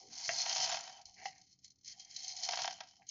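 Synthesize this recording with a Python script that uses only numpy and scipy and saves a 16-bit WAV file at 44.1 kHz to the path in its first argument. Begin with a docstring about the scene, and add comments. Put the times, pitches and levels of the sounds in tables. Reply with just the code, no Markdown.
"""Peppercorns and small seeds scrape and tick across a steel plate, swept off by fingers in two strokes.
Their many small slips ring the plate. They patter onto leaves and seeds in a steel pot, whose hollow
rings near 740 Hz. The plate knocks twice on the pot; skin rubs softly on the steel.
A small kitchen hums faintly behind."""
import sys
import numpy as np
from scipy import signal
from scipy.fft import rfft
from scipy.io import wavfile
from scipy.ndimage import uniform_filter1d

SR = 44100
rng = np.random.default_rng(int(sys.argv[2]) if len(sys.argv) > 2 else 0)


def persist_wave(psi):
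    """Save psi, clipped to +-1, as 16-bit WAV."""
    counts = np.round(np.clip(psi, -1, 1) * 32767).astype(np.int16)
    wavfile.write(sys.argv[1], SR, np.atleast_2d(counts).T)


N = 136710

# spectral shapes: (frequency [Hz], relative level [dB])
HUM_COLOUR = [(25, -15), (55, -17), (85, 0.5), (105, -11), (125, 4), (150, -19), (180, 1.5), (215, -12.5),
              (260, -6.5), (350, -18), (450, -24), (700, -36)]
HOLLOW_COLOUR = [(100, -47.5), (450, -23), (600, -25), (690, 1), (750, 7), (810, 0), (920, -13),
                 (1200, -24.5), (3000, -64.5)]
SKIN_COLOUR = [(300, -14.5), (1400, -22), (1750, -5), (2100, 2), (2500, -8), (2850, -10), (3500, -24.5),
               (7000, -30)]
RATTLE_COLOUR = [(100, -44), (500, -27.5), (1000, -0.5), (2000, -20), (2800, 10), (3800, -12), (5200, 3),
                 (7400, -25.5)]
HEAP_COLOUR = [(50, -33.5), (130, -19), (250, -21.5), (440, -23), (580, -6.5), (720, 9), (900, 0.5),
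               (1200, -5.5), (1600, -3.5), (2100, -5), (2850, -5.5), (3600, -5), (4500, -6), (7400, -37.5)]
CLICK_COLOUR = [(500, -37.5), (2000, -19.5), (2800, -15.5), (3150, -1), (3500, -14.5), (4300, -7.5),
                (5300, 1), (6200, -5), (7000, -14.5), (7400, -18)]
PLATE_COLOUR = [(100, -31), (500, -44), (1000, -31.5), (1600, -30), (2100, -9), (2500, -18), (2850, -20.5),
                (3300, -13), (3800, -14), (4300, -1), (4900, -3), (5600, -2.5), (6300, 0), (7000, -9),
                (7400, -9.5)]
# resonances: (frequency [Hz], width [Hz], lift [dB])
POT_MODES = [(745, 80, 3.5), (941, 30, 4), (1990, 90, 3), (2590, 80, 5), (3145, 80, 3)]
PLATE_MODES = [(2590, 90, 7), (4400, 120, 3), (4680, 70, 3), (4910, 70, 3), (5220, 90, 6), (5380, 70, 5),
               (6200, 160, 3.5)]
# room decay: (frequency [Hz], T60 [s])
ROOM_DECAY = [(150, 0.65), (800, 0.088), (2100, 0.2), (5500, 0.036)]

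# drive of the pot's hollow: (time [s], level [dB])
HOLLOW_DRIVE = [(0, -58), (0.1, -77), (0.15, -79), (0.25, -91), (0.34, -55), (0.45, -77), (0.6, -45),
                (0.8, -56.5), (0.88, -63), (1.0, -60), (1.04, -82.5), (1.09, -60), (1.14, -82),
                (1.22, -54.5), (1.33, -70), (1.41, -72.5), (1.46, -98), (1.85, -100), (1.95, -71.5),
                (2.15, -79), (2.25, -65.5), (2.4, -59.5), (2.5, -52.5), (2.7, -64), (2.76, -80),
                (2.86, -74), (2.95, -88.5), (3.02, -62), (3.07, -109)]
# fingertips on the plate: (start [s], length [s], level [dB])
RUBS = [(1.16, 0.1, -56), (1.25, 0.18, -68), (1.85, 0.12, -70), (2.008, 0.32, -69), (3.015, 0.017, -63)]
# hand shifting its grip: (start [s], length [s], pitch [Hz], width [Hz], level [dB])
GRIP_SHIFTS = [(0.0, 0.11, 420, 220, -69.5), (0.054, 0.1, 237.8, 142, -71)]
# dull bumps of hand and plate: (start [s], length [s], pitch [Hz], level [dB])
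BUMPS = [(0.28, 0.022, 126, -56.5), (0.575, 0.056, 142.4, -61), (1.056, 0.025, 63, -68.5),
         (1.245, 0.04, 134.4, -68), (2.61, 0.035, 123, -67)]
# plate on pot: (time [s], crack [dB], crack rise [s], ring pitch [Hz], ring [dB], rattle [dB])
KNOCKS = [(0.2919, -20, .0004, 690, -34, -37), (1.2557, -34, .0012, 775, -33.5, -41)]
# crack of steel on steel: (frequency [Hz], relative level [dB])
CRACK_MODES = [(2020, -0.5), (2650, -9)]

# small seeds entering the pot: (time [s], level [dB])
FIRST_TRICKLE = [(0.1, -73.5), (0.13, -69.5), (0.26, -65), (0.35, -57), (0.48, -52), (0.6, -54.5),
                 (0.73, -51.5), (0.8, -57.5), (0.9, -68), (1.0, -66.5), (1.04, -85.5)]
SECOND_TRICKLE = [(2.3, -91), (2.4, -70.5), (2.47, -60.5), (2.551, -57), (2.638, -59), (2.71, -86),
                  (2.769, -67), (2.841, -72), (2.941, -91)]
# peppercorns landing: (time [s], thud [dB], click [dB])
LANDINGS = [(0.461, -33.5, -31), (0.494, -41, -22.5), (0.512, -35, -30.5), (0.526, -41.5, -25.5),
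            (0.56, -32, -28.5), (0.568, -45.5, -24.5), (0.58, -37, -27.5), (0.601, -39.5, -24),
            (0.61, -37.5, -26.5), (0.643, -35, -28), (0.661, -39.5, -28.5), (0.675, -34.5, -30),
            (0.693, -31.5, -32.5), (0.706, -34, -40.5), (0.715, -37, -28.5), (0.724, -32.5, -29.5),
            (0.733, -49, -32), (0.742, -30, -29), (0.77, -34.5, -32), (0.875, -42, -43),
            (0.896, -46.5, -41), (2.488, -28.5, -23.5), (2.509, -65, -29), (2.521, -40, -27),
            (2.533, -28.5, -33), (2.541, -38, -32.5), (2.555, -59, -27.5), (2.573, -32.5, -35),
            (2.588, -33, -35), (2.594, -32, -31), (2.601, -40.5, -32), (2.61, -44, -51), (2.618, -38, -24),
            (2.6435, -29, -41), (2.654, -38, -27), (2.676, -28.5, -29), (2.708, -41.5, -34),
            (2.726, -46, -36.5), (2.805, -35.5, -34.5), (2.834, -52, -46), (2.856, -65, -63),
            (2.873, -69, -50), (2.886, -71, -47.5), (2.909, -69, -50), (2.934, -65.5, -61),
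            (2.966, -70, -53)]

# spices sliding on the plate: (time [s], level [dB])
FIRST_SWEEP = [(0, -54), (0.1, -62.5), (0.125, -47), (0.22, -43), (0.26, -38), (0.32, -39.5), (0.39, -33),
               (0.47, -39.5), (0.5, -35.5), (0.59, -35.5), (0.655, -34), (0.685, -41), (0.75, -40.5),
               (0.785, -46), (0.89, -54.5), (0.99, -59), (1.04, -79)]
GATHERING = [(1.045, -78), (1.066, -54.5), (1.122, -65.5), (1.19, -58.5), (1.29, -52.5), (1.34, -66.5),
             (1.461, -69.5), (1.522, -65.5), (1.574, -81), (1.61, -78.5), (1.653, -57.5), (1.698, -85),
             (1.743, -84.5), (1.828, -81)]
SECOND_SWEEP = [(1.835, -68), (1.87, -49), (1.918, -51), (1.961, -65.5), (2.012, -49.5), (2.04, -61),
                (2.069, -65.5), (2.11, -50.5), (2.139, -56), (2.17, -48.5), (2.211, -48.5), (2.27, -48),
                (2.309, -40), (2.345, -53), (2.37, -41.5), (2.423, -45.5), (2.438, -31), (2.466, -42.5),
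                (2.501, -44.5), (2.601, -43), (2.669, -49), (2.729, -50.5), (2.76, -57.5), (2.86, -64.5),
                (2.95, -67), (3.058, -76), (3.1, -48)]
SWEEPS = FIRST_SWEEP + GATHERING + SECOND_SWEEP
# hard grains catching: (time [s], level [dB])
TICKS = [(0.246, -30.5), (0.2793, -27.5), (0.4949, -30), (0.5833, -30.5), (0.63, -28), (0.632, -26),
         (0.643, -23.5), (0.696, -43), (0.807, -36.5), (0.9232, -45), (1.0139, -47), (1.054, -40),
         (1.1406, -49), (1.254, -37), (1.267, -39), (1.3494, -57), (1.379, -50.5), (1.4134, -49),
         (1.493, -67.5), (1.5265, -52), (1.588, -58), (1.6433, -43.5), (1.652, -49.5), (1.6786, -51.5),
         (1.702, -50), (1.7158, -57.5), (1.7566, -64.5), (1.7848, -63.5), (1.811, -60), (1.8455, -45),
         (1.8574, -43.5), (1.876, -37), (1.9214, -40.5), (1.9964, -40.5), (2.047, -44.5), (2.1435, -41),
         (2.161, -31), (2.1657, -37), (2.231, -36), (2.2425, -33), (2.2788, -33), (2.2975, -44),
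         (2.362, -42.5), (2.4245, -36), (2.4497, -29), (2.6334, -30), (3.067, -50.5), (3.0909, -37.5)]
# grains squeaking: (start [s], length [s], pitch [Hz], level [dB])
SQUEAKS = [(0.691, 0.014, 7030, -38.5), (0.805, 0.008, 7120, -47.5), (2.16, 0.013, 4100, -49),
           (3.089, 0.0056, 6460, -39.5)]
# plate ring relative to the sliding, as the hand presses and lifts: (time [s], low [dB], high [dB])
RIM_LEVELS = [(0.0, -18, -12), (0.28, -19.5, -25), (0.41, -22.5, -1.5), (0.5, -10.5, -10.5),
              (0.75, -12.5, -25.5), (0.98, -4.5, -32), (1.05, -18.5, -13), (1.8, -20.5, -10),
              (1.999, -11, -20), (2.2, -13, -8), (2.38, -16.5, -7.5), (2.46, -11.5, -11), (2.6, -11, -12),
              (2.75, -3.5, -17), (2.85, -7.5, -20), (3.08, -11, -10.5)]
# low ring, shifting as the hand moves: (time [s], pitch [Hz])
RIM_PITCH = [(0.3, 3180), (0.64, 3105), (0.98, 3095), (2.0, 3195), (2.5, 3150), (2.75, 3110)]


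def amp(db):
    """Decibels to gain."""
    return 10 ** (np.asarray(db) / 20)


def unit_rms(x):
    """Scales to an rms of 1."""
    return x / np.sqrt(np.mean(x ** 2) + 1e-20)


def at_hz(points, hz):
    """Interpolates a table over log frequency."""
    table_hz, value = np.transpose(points)
    return np.interp(np.log(hz + 1), np.log(table_hz + 1), value)


def envelope(points):
    """Gain per sample from (time [s], level [dB])."""
    time_s, db = np.transpose(points)
    return amp(np.interp(np.arange(N) / SR, time_s, db))


def add(mix, start_s, sound):
    """Mixes a sound in at start_s."""
    part = mix[max(round(start_s * SR), 0):][:len(sound)]
    part += sound[:len(part)]


def body(x, colour, modes=(), size=4096):
    """Minimum-phase filter of unit energy: a broad colour lifted by resonances."""
    hz = abs(np.fft.fftfreq(size, 1 / SR))
    modes_db = sum(db / (1 + (2 * (hz - mode_hz) / width_hz) ** 2) for mode_hz, width_hz, db in modes)
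    log_gain = np.log(amp(at_hz(colour, hz) + modes_db))
    ring = np.fft.ifft(np.exp(np.conj(signal.hilbert(log_gain)))).real[:size // 2]
    return signal.oaconvolve(x, ring / np.linalg.norm(ring))[:N]


def resonate(x, hz, width_hz):
    """Steep resonance whose pitch may move."""
    carrier = np.exp(2j * np.pi * np.cumsum(hz * np.ones(N)) / SR)
    pole = np.exp(-np.pi * width_hz / SR)
    ring = signal.lfilter([(1 - pole) ** 2], [1, -2 * pole, pole * pole], x / carrier)
    return 2 * (carrier * ring).real / np.sqrt(np.pi * width_hz / 2 / SR)


def tail(x, decay, size=16384):
    """Dense reflections of random sign; each band dies at its own T60."""
    taps = rng.choice([-1., 1.], size) * (rng.random(size) < .12) * (np.arange(size) > 60)
    hz, t, bands = signal.stft(taps, SR, nperseg=256)
    fade = amp(-60 * t / at_hz(decay, hz)[:, None])
    echo = signal.istft(bands * fade, SR, nperseg=256)[1]
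    return signal.fftconvolve(x, echo / np.linalg.norm(echo))[:N]


def grains(per_s, spread_db):
    """Steady random train of tiny, uneven impacts."""
    strength = amp(spread_db * np.minimum(rng.exponential(1, N), 4))
    return unit_rms(strength * rng.choice([-1, 1], N) * (rng.random(N) < per_s / SR))


def contact(rise_s=.0003, length_s=.0065, flatten_passes=6, size=1024):
    """A grain skips and settles: brief chatter with an even spectrum."""
    t = (np.arange(size) + 1) / SR
    shape = (1 - np.exp(-t / rise_s)) * np.exp(-(t / length_s) ** 2)
    chatter = shape * rng.standard_normal(size)
    for _ in range(flatten_passes):
        flat = np.fft.ifft(np.exp(1j * np.angle(rfft(chatter.real))), size)
        chatter = shape * np.exp(1j * np.angle(flat))
    return chatter.real / np.linalg.norm(chatter.real) * np.sqrt(.004 * SR)  # energy of 4 ms at rms 1


def ping(hz, peak_s):
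    """One mode that peaks at peak_s and dies."""
    t = np.arange(SR // 10) / SR
    return np.sin(2 * np.pi * hz * t) * t / peak_s * np.exp(1 - t / peak_s)


def friction(length_s, hz, width_hz):
    """Friction in one resonance, swelling and fading."""
    count = round(length_s * SR)
    pole = np.exp(-np.pi * width_hz / SR)
    drift = signal.lfilter([1], [1, -2 * pole, pole * pole], rng.standard_normal((2, SR // 2)))
    carrier = np.exp(2j * np.pi * hz * np.arange(count) / SR)
    tone = (drift[0] + 1j * drift[1])[-count:] * carrier
    return unit_rms(tone.real) * np.sqrt(np.hanning(count))


def kitchen(hum_db=-79.5, hiss_db=-95.5):
    """Low hum and a trace of hiss."""
    hum = body(rng.standard_normal(N), HUM_COLOUR + [(1200, -36.5), (7000, -61)])
    return amp(hum_db) * hum + amp(hiss_db) * rng.standard_normal(N)


def pot_hollow(gain_db=-2):
    """The pot's hollow murmurs, stirred by rubbing on the plate above."""
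    drive = grains(per_s=2300, spread_db=3.5) * envelope(HOLLOW_DRIVE) * amp(gain_db)
    return body(drive, HOLLOW_COLOUR)


def rubbing(rub_gain_db=-3):
    """Skin drags softly on steel; the hand shifts its grip."""
    pressure, grip = np.zeros((2, N))
    for start_s, length_s, db in RUBS:
        add(pressure, start_s, amp(db + rub_gain_db) * np.sqrt(np.hanning(round(length_s * SR))))
    for start_s, length_s, hz, width_hz, db in GRIP_SHIFTS:
        add(grip, start_s, amp(db) * friction(length_s, hz, width_hz))
    return grip + body(pressure * grains(per_s=1000, spread_db=1.5), SKIN_COLOUR)


def knocking():
    """Plate hits pot: crack, hollow ring, rattle. Softer bumps give only bass."""
    tones, rattle = np.zeros((2, N))
    for time_s, crack_db, crack_rise_s, ring_hz, ring_db, rattle_db in KNOCKS:
        for hz, db in CRACK_MODES:
            add(tones, time_s, amp(crack_db + db) * ping(hz, crack_rise_s))
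        add(tones, time_s, amp(ring_db) * ping(ring_hz, peak_s=.0037))
        add(rattle, time_s, amp(rattle_db) * contact(length_s=.011))
    for start_s, length_s, hz, db in BUMPS:
        t = np.arange(0, length_s, 1 / SR)
        add(tones, start_s, amp(db) * np.sin(2 * np.pi * hz * t) * np.hanning(len(t)))
    return tones + body(rattle, RATTLE_COLOUR)


def falling(trickle_gain_db=4.5, thud_gain_db=-4.5, click_gain_db=-9):
    """Peppercorns land with a click and a hollow thud amid trickling seeds."""
    t = np.arange(N) / SR
    thuds, clicks = np.zeros((2, N))
    for trickle in (FIRST_TRICKLE, SECOND_TRICKLE):
        gate = (t > trickle[0][0]) * (t < trickle[-1][0])
        thuds += grains(per_s=500, spread_db=1.5) * envelope(trickle) * amp(trickle_gain_db) * gate
    for time_s, thud_db, click_db in LANDINGS:
        add(thuds, time_s, amp(thud_db + thud_gain_db) * contact())
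        add(clicks, time_s, amp(click_db + click_gain_db) * contact())
    return body(thuds, HEAP_COLOUR, POT_MODES) + body(clicks, CLICK_COLOUR)


def jostling(low_hz=4250, high_hz=6900, pitches=20, pings_per_s=600, gain_db=-11.5):
    """Hard grains jostle as they slide, each with its own brief pitch."""
    pings = np.zeros(N)
    for hz in np.geomspace(low_hz, high_hz, pitches):
        hits = grains(pings_per_s / pitches, spread_db=3)
        pings += signal.oaconvolve(hits, ping(hz, peak_s=.0006))[:N]
    return unit_rms(pings) * envelope(SWEEPS) * amp(gain_db)


def squeaking():
    """Grains squeak as they catch on the steel."""
    squeaks = np.zeros(N)
    for start_s, length_s, hz, db in SQUEAKS:
        add(squeaks, start_s, amp(db) * friction(length_s, hz, width_hz=200))
    return squeaks


def ticking(gain_db=-5, highpass_hz=3500, ring_db=-8, ring_t60_s=.09):
    """Hard grains catch and slip: bright ticks with a short ring."""
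    ticks = np.zeros(N)
    for time_s, db in TICKS:
        add(ticks, time_s, amp(db + gain_db) * contact(rise_s=.002, length_s=.0055, flatten_passes=1))
    ticks = signal.sosfilt(signal.butter(2, highpass_hz, "high", fs=SR, output="sos"), ticks)
    return ticks + amp(ring_db) * tail(ticks, [(highpass_hz, ring_t60_s)])


def sliding(judder_db=3, slip_gain_db=-2):
    """Spices slip in countless small jerks; slips and ticks ring the plate."""
    judder = amp(judder_db * unit_rms(uniform_filter1d(rng.standard_normal(N), size=150)))
    slips = unit_rms(grains(per_s=4000, spread_db=1.5) * judder)
    drive = slips * envelope(SWEEPS) * amp(slip_gain_db) + ticking()
    time_s, low_db, high_db = np.transpose(RIM_LEVELS)
    low_hz = np.interp(np.arange(N) / SR, *np.transpose(RIM_PITCH))
    low_ring = resonate(drive * envelope(np.c_[time_s, low_db]), low_hz, width_hz=150)
    high_ring = resonate(drive * envelope(np.c_[time_s, high_db]), hz=4370, width_hz=240)
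    return body(drive, PLATE_COLOUR, PLATE_MODES) + low_ring + high_ring


def scene(room_db=-11.5):
    """Close sources, a little room, background hum; mono."""
    spices = sliding() + squeaking() + jostling() + falling()
    near = spices + knocking() + rubbing() + pot_hollow()
    return (near + amp(room_db) * tail(near, ROOM_DECAY) + kitchen())[None]


def record(dry, cutoff_hz=7230):
    """Steep low-pass."""
    lowpass = signal.firwin(441, cutoff_hz, window=("kaiser", 8), fs=SR)
    return signal.oaconvolve(dry, lowpass[None], "same")


dry = scene()
out = record(dry)
persist_wave(out)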